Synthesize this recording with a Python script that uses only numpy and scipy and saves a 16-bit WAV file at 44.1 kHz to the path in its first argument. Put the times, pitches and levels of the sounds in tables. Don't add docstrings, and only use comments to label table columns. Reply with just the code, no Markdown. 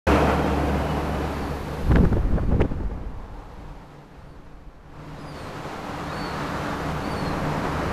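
import sys
import numpy as np
from scipy import signal
from scipy.fft import rfft, irfft, next_fast_len
from scipy.io import wavfile

SR = 44100
rng = np.random.default_rng(int(sys.argv[2]) if len(sys.argv) > 2 else 0)


def master_out(mix):
    frames = np.transpose(np.atleast_2d(mix))
    ceiling = np.clip(frames, -1, 1)
    pcm = np.round(ceiling * 32767).astype(np.int16)
    wavfile.write(sys.argv[1], SR, pcm)


N = 349272
TIME = np.arange(N) / SR
CLIP_LEVEL = 0.355

# time in seconds, traffic roar in dB, engine drone in dB.
BACKGROUND_LEVELS = [(.1, -21, -26), (.25, -26, -24.5), (.55, -31, -25.5), (1.1, -32.5, -29),
                     (1.75, -37.5, -34), (3.1, -49, -46.5), (3.9, -50, -46.5), (4.82, -55, -53),
                     (4.94, -48, -45), (5.1, -44.5, -39.5), (5.55, -38, -38.5), (6.4, -34.5, -31.5),
                     (7.85, -29, -29)]


def undb(db):
    return 10 ** (np.asarray(db) / 20)


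def curve(rows):
    times, *columns = np.transpose(rows)
    return [np.interp(TIME, times, column) for column in columns]


def bell(at, half_width):
    return np.exp(-.5 * ((TIME - at) / half_width) ** 2)


def envelope(start, length, attack, release):
    return np.clip(np.minimum((TIME - start) / attack, (start + length - TIME) / release), 0, 1)


def shaped(gain_at):
    size = next_fast_len(N, True)
    hz = np.maximum(np.fft.rfftfreq(size, 1 / SR), 1)
    x = irfft(rfft(rng.standard_normal(size)) * gain_at(hz), size)[:N]
    return x / x.std()


def noise(colour):
    hz, db = np.transpose(colour)
    return shaped(lambda f: undb(np.interp(np.log(f), np.log(hz), db)))


def resonance(hz, half_width_hz):
    return shaped(lambda f: 1 / (1 + ((f - hz) / half_width_hz) ** 2))


def wobble(rate):
    return shaped(lambda f: np.exp(-(f / rate) ** 2))


def trembling(hz, jitter, rate=105):
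    return 2 * np.pi * np.cumsum(hz * (1 + jitter * wobble(rate))) / SR


def traffic(roar_gain_db=2, tyre_gain_db=5.5, air_gain_db=5.0, flicker_db=0.53):
    # time in seconds, tyres in dB, air in dB.
    hiss_levels = [(.08, -49, -55), (.4, -52, -60.5), (1.88, -53.5, -62), (2.3, -67, -73), (3.05, -71, -82),
                   (3.6, -65.5, -79), (4.85, -75, -86), (5.08, -61.5, -76), (5.28, -60, -73.5),
                   (5.35, -55, -70), (6.48, -48.5, -63.5), (7.1, -51.5, -63), (7.9, -53, -64)]
    # pitch in Hz, half-width in Hz, loudest moment in seconds,
    # half-width in seconds, level in dB against the roar curve.
    vehicles = [(296.5, 22, 0.33, 0.37, -4.5), (471, 74, 0.32, 3.7, -3), (735, 100, 0.33, 0.33, -6),
                (710, 150, 0.85, 0.64, -2.5), (1354, 120, 0.32, 0.18, -9.5), (2560, 280, 0.14, 1, -16),
                (3180, 99, 0.36, 0.29, -22), (780, 41, 5.88, .25, -7.5), (1080, 70, 5.65, 0.45, -12.5),
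                (850, 180, 3.4, 0.4, -0.5), (147, 7.2, 3.93, 0.16, 1.5), (441, 14, 5, 1.1, -21),
                (1120, 580, 6.39, 0.47, -0.5)]
    # frequency in Hz, relative level in dB.
    roar_colour = [(30, -9), (70, 2), (110, 3), (250, -1), (360, 0.5), (430, 2), (600, 0.5), (900, 0.5),
                   (1250, -3), (1800, -9), (2600, -16), (3400, -22.5), (6000, -28.5), (14000, -46)]
    tyre_colour = [(800, 7), (2500, 8), (4200, 6.5), (5500, 0), (7500, -3), (9500, -11.5), (14000, -27)]
    air_colour = [(4000, -18), (8000, -5), (10500, 1.5), (12500, 2), (14000, -4)]
    roar_db, _ = curve(BACKGROUND_LEVELS)
    tyre_db, air_db = curve(hiss_levels)
    passing = sum(resonance(hz, width_hz) * undb(db) * bell(at, width_s)
                  for hz, width_hz, at, width_s, db in vehicles)
    roar = (noise(roar_colour) * undb(roar_gain_db) + passing) * undb(roar_db)
    tyres = noise(tyre_colour) * undb(tyre_db + tyre_gain_db)
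    flicker = undb(flicker_db * wobble(18))
    air = noise(air_colour) * undb(air_db + air_gain_db)
    return (roar + tyres) * flicker + air


def engines(hum_hz=72.1, drone_gain_db=-7.0, early_jitter=0.0063, late_jitter=0.019, throb_db=1.8):
    # pitch in Hz, half-width in Hz, early and late levels in dB.
    drone_tones = [(101, 9.5, -32, -9), (149.5, 7.9, 1.5, 1.5), (175.7, 13.4, -5, -4),
                   (199.3, 7.4, -2, -5.5), (262, 87, 1.5, -3.5), (290.2, 12.6, -3, -1)]
    # time in seconds, level in dB.
    hum_levels = [(.07, -25.5), (1.2, -30.5), (1.8, -38), (2.6, -46), (3.5, -63), (5.7, -54.5),
                  (6.3, -42.5), (7.2, -39), (7.65, -38.5), (7.84, -34)]
    _, drone_db = curve(BACKGROUND_LEVELS)
    hum_db, = curve(hum_levels)
    late, = curve([(1.8, 0.042), (3.3, 1)])
    drone = sum(resonance(hz, width) * undb(early_db + (late_db - early_db) * late)
                for hz, width, early_db, late_db in drone_tones)
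    jitter = early_jitter * (1 - late) + late_jitter * late
    hum = np.sqrt(2) * np.sin(trembling(hum_hz, jitter, rate=26))
    throb = throb_db * (1 - late) * wobble(6.2)
    return drone * undb(drone_db + drone_gain_db) + hum * undb(hum_db - throb)


def far_whistle(jitter=.008, shimmer_db=2.5, fade_s=.018):
    # start in seconds, length in seconds, pitch in Hz, level in dB.
    pieces = [(.82, .048, 2955, -49), (.874, .056, 2965, -45.5), (.925, .06, 2955, -52.5),
              (1.108, .055, 2995, -48), (1.17, .12, 2985, -56)]
    pitch, = curve([(start + length / 2, hz) for start, length, hz, _ in pieces])
    strength = sum(undb(db) * envelope(start, length, fade_s, fade_s) for start, length, _, db in pieces)
    tone = np.sqrt(2) * np.sin(trembling(pitch, jitter))
    return tone * strength * undb(shimmer_db * wobble(50))


def gull_chick(gain_db=-.4, jitter=0.0034, rasp_jitter=.005, shimmer_db=1.6):
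    # time in seconds, pitch in Hz, level in dB, the octave's level in dB.
    calls = [
        [(1.3, 4250, -64, -80), (1.345, 4560, -57.5, -76), (1.4, 4500, -62, -75), (1.455, 4600, -57.5, -74),
         (1.51, 4510, -60, -75), (1.59, 4320, -63, -76)],
        [(2.3, 4250, -74, -80), (2.36, 4570, -73, -77.5), (2.44, 4510, -70, -80.5), (2.5, 4420, -73, -83)],
        [(4.175, 3900, -80, -84), (4.21, 4360, -80, -82), (4.24, 4440, -79, -87), (4.28, 4520, -76.5, -81),
         (4.335, 4440, -74.5, -83), (4.375, 4390, -75, -92)],
        [(5.14, 3700, -65, -85), (5.178, 3920, -63, -82), (5.194, 4980, -63, -69), (5.213, 5060, -58, -69),
         (5.235, 4990, -72, -76), (5.27, 4900, -59, -65), (5.294, 4820, -51.5, -62.5), (5.312, 4640, -56, -68),
         (5.36, 4510, -59, -73), (5.415, 4390, -55, -60.5), (5.455, 4190, -60, -66), (5.505, 3800, -65, -67)],
        [(6.075, 3600, -60, -78), (6.103, 3770, -46, -68), (6.12, 3900, -52, -73), (6.131, 4310, -46.5, -66),
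         (6.152, 4410, -50.5, -64.5), (6.2, 4470, -46.5, -63), (6.257, 4445, -42.5, -72),
         (6.275, 4360, -46.5, -63.5), (6.345, 4220, -53, -78)],
        [(7.02, 3980, -53, -76), (7.052, 4510, -48.5, -68), (7.075, 4610, -50, -62), (7.105, 4610, -54, -63),
         (7.125, 4590, -46.5, -57), (7.15, 4575, -53, -62), (7.16, 4435, -48, -56), (7.2, 4410, -44.5, -60),
         (7.235, 4340, -58, -61), (7.258, 4290, -42.5, -67), (7.283, 4230, -44, -70), (7.305, 4170, -52, -69),
         (7.342, 3940, -50, -73)],
    ]
    rasp = rasp_jitter * (bell(5.3, .014) + bell(6.27, .014))
    voice = 0
    for call in calls:
        hz, db, octave_db = curve(call)
        start, end = call[0][0], call[-1][0]
        phase = trembling(hz, jitter + rasp)
        tone = undb(db) * np.sin(phase) + undb(octave_db) * np.sin(2 * phase)
        voice = voice + tone * envelope(start, end - start, attack=.008, release=.02)
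    return np.sqrt(2) * voice * undb(gain_db + shimmer_db * wobble(45))


def riverside_echo(sound, echo_db=-8.5, fade_s=0.95):
    tail = rng.standard_normal(SR) * undb(-60 * TIME[:SR] / fade_s)
    echo = signal.fftconvolve(sound, tail / np.linalg.norm(tail))[:N]
    return sound + undb(echo_db) * echo


def wind(full_gust_db=-17, boom_growth=1.29, eddy_growth=1.75, churn_db=5.5):
    # time in seconds, level in dB.
    gust_levels = [(.07, -50), (1.81, -37.5), (1.91, -16.5), (2.07, -25.5), (2.24, -24), (2.45, -25),
                   (2.62, -22), (2.69, -32.5), (2.8, -28.5), (3.1, -32), (3.42, -42), (3.7, -38.5),
                   (3.88, -50), (4.14, -53), (4.2, -47), (4.68, -47), (4.76, -47.5), (5.4, -45.5),
                   (7.9, -44)]
    # peak time in seconds, level in dB, half-width in seconds.
    puffs = [(1.92, -15, 0.0073), (1.964, -12.5, 0.0099), (2.006, -16.5, 0.012), (2.046, -14, 0.014),
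             (2.132, -16, 0.01), (2.169, -17, 0.011), (2.334, -21.5, .006), (2.366, -22, .014),
             (2.435, -22, .006), (2.556, -25, 0.032), (2.605, -17, 0.008), (2.646, -23.5, .01),
             (2.722, -25.5, 0.013), (2.802, -26, 0.0048), (4.19, -41, .013), (4.255, -41, 0.024),
             (4.298, -42, .012), (4.405, -41, .01), (4.465, -43, .016), (4.55, -41.5, .012),
             (4.59, -43, .01), (4.682, -39, 0.013), (7.45, -36.5, 0.3)]
    buffets = [(1.916, -17.5, 0.0042), (1.926, -26, .002), (1.957, -14, 0.0025), (1.968, -16, 0.0031),
               (1.986, -19, 0.0034), (2.052, -19, .004), (2.129, -25, 0.0025), (2.17, -27, 0.0023),
               (2.183, -28.5, 0.0068), (2.327, -30, .002), (2.385, -25.5, .007), (2.397, -30, 0.0041),
               (2.523, -26, 0.012), (2.546, -26, .002), (2.605, -18, 0.0037), (2.617, -17.5, 0.0044),
               (2.65, -28, .008), (2.718, -33.5, .004), (2.806, -32.5, 0.0026), (2.835, -35, .002),
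               (2.916, -33.5, .004), (2.977, -36, .003)]
    # frequency in Hz, relative level in dB.
    pressure_colour = [(8, -4), (22, -2.5), (45, -1.5), (70, -11.5), (120, -21), (200, -24), (500, -55),
                       (2000, -92)]
    eddy_colour = [(50, -16), (120, -4.5), (190, -1.5), (330, -8.5), (550, -20), (1000, -30), (2000, -42),
                   (5000, -58), (14000, -73)]
    buffet_colour = [(100, 5), (220, 10), (480, 10), (750, 2), (1100, -4), (1700, -14), (2500, -26),
                     (5000, -41), (14000, -60)]
    gust_db, = curve(gust_levels)
    puff_power = sum((undb(db) * bell(at, width)) ** 2 for at, db, width in puffs)
    wind_db = 10 * np.log10(undb(gust_db) ** 2 + puff_power)
    pressure = noise(pressure_colour) * undb(wind_db - .5)
    force_db = wind_db - full_gust_db
    boom_db = full_gust_db + boom_growth * force_db - .5
    eddy_db = full_gust_db + eddy_growth * force_db - 3
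    boom = resonance(hz=74.6, half_width_hz=65) * undb(boom_db)
    eddies = noise(eddy_colour) * undb(eddy_db + churn_db * np.tanh(wobble(64)))
    thuds = noise(buffet_colour) * sum(undb(db) * bell(at, width) for at, db, width in buffets)
    return pressure + boom + eddies + thuds


def overload_snaps(sound, click_width_s=.000028):
    # time in seconds, ring pitch in Hz, ring level in dB, half-width in seconds, click in dB.
    snaps = [(1.913, 1010, -21, 0.00059, -40), (1.918, 1800, -19.5, 0.00056, -29),
             (1.926, 1500, -21, 0.00053, -40), (1.9583, 2100, -14.5, 0.00037, -33),
             (1.9602, 1550, -12, 0.00067, -40), (1.968, 1490, -18, .0006, -40),
             (1.97, 2960, -30, .00025, -35), (2.0505, 1290, -14, 0.00023, -18),
             (2.0543, 1380, -20.5, 0.00033, -37), (2.131, 1390, -24.5, 0.00047, -32),
             (2.384, 1500, -28.5, 0.00084, -45), (2.395, 1200, -26, .0006, -45),
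             (2.606, 1250, -18, 0.0006, -33), (2.611, 1750, -19.5, 0.00038, -28),
             (2.6177, 2290, -18, 0.00029, -26), (2.622, 2800, -27, .0003, -33),
             (2.6535, 1280, -37, .0008, -45)]
    out = sound.copy()
    reach = SR // 100
    t = np.arange(-reach, reach) / SR
    for at, hz, db, width, click_db in snaps:
        near = slice(int(at * SR) - reach, int(at * SR) + reach)
        blow = undb(db) * np.exp(-.5 * (t / width) ** 2)
        ring = blow * np.sin(2 * np.pi * (hz * t + rng.random()))
        click = undb(click_db) * np.exp(-.5 * (t / click_width_s) ** 2)
        room_left = 1 - np.tanh(blow / CLIP_LEVEL)
        out[near] = out[near] * room_left + ring + click
    return out


def ticks():
    # time in seconds, level in dB, half-width in seconds.
    bursts = [(3.177, -67.5, .001), (3.54, -68, .003), (4.451, -69, .001)]
    strength = sum(undb(db) * bell(at, width) for at, db, width in bursts)
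    return resonance(hz=11500, half_width_hz=2500) * strength


def scene():
    background = traffic() + engines() + overload_snaps(wind()) + ticks()
    whistles = riverside_echo(gull_chick() + far_whistle())
    return (background + whistles)[None]


def record(dry):
    start_s, fade_in_s, top_hz = 0.0674, 0.0033, 14000
    opened = dry * np.clip((TIME - start_s) / fade_in_s, 0, 1)
    clipped = opened / (1 + (opened / CLIP_LEVEL) ** 8) ** (1 / 8)
    treble_cut = signal.ellip(10, .2, 80, top_hz, fs=SR, output="sos")
    return signal.sosfilt(treble_cut, clipped)


dry = scene()
out = record(dry)
master_out(out)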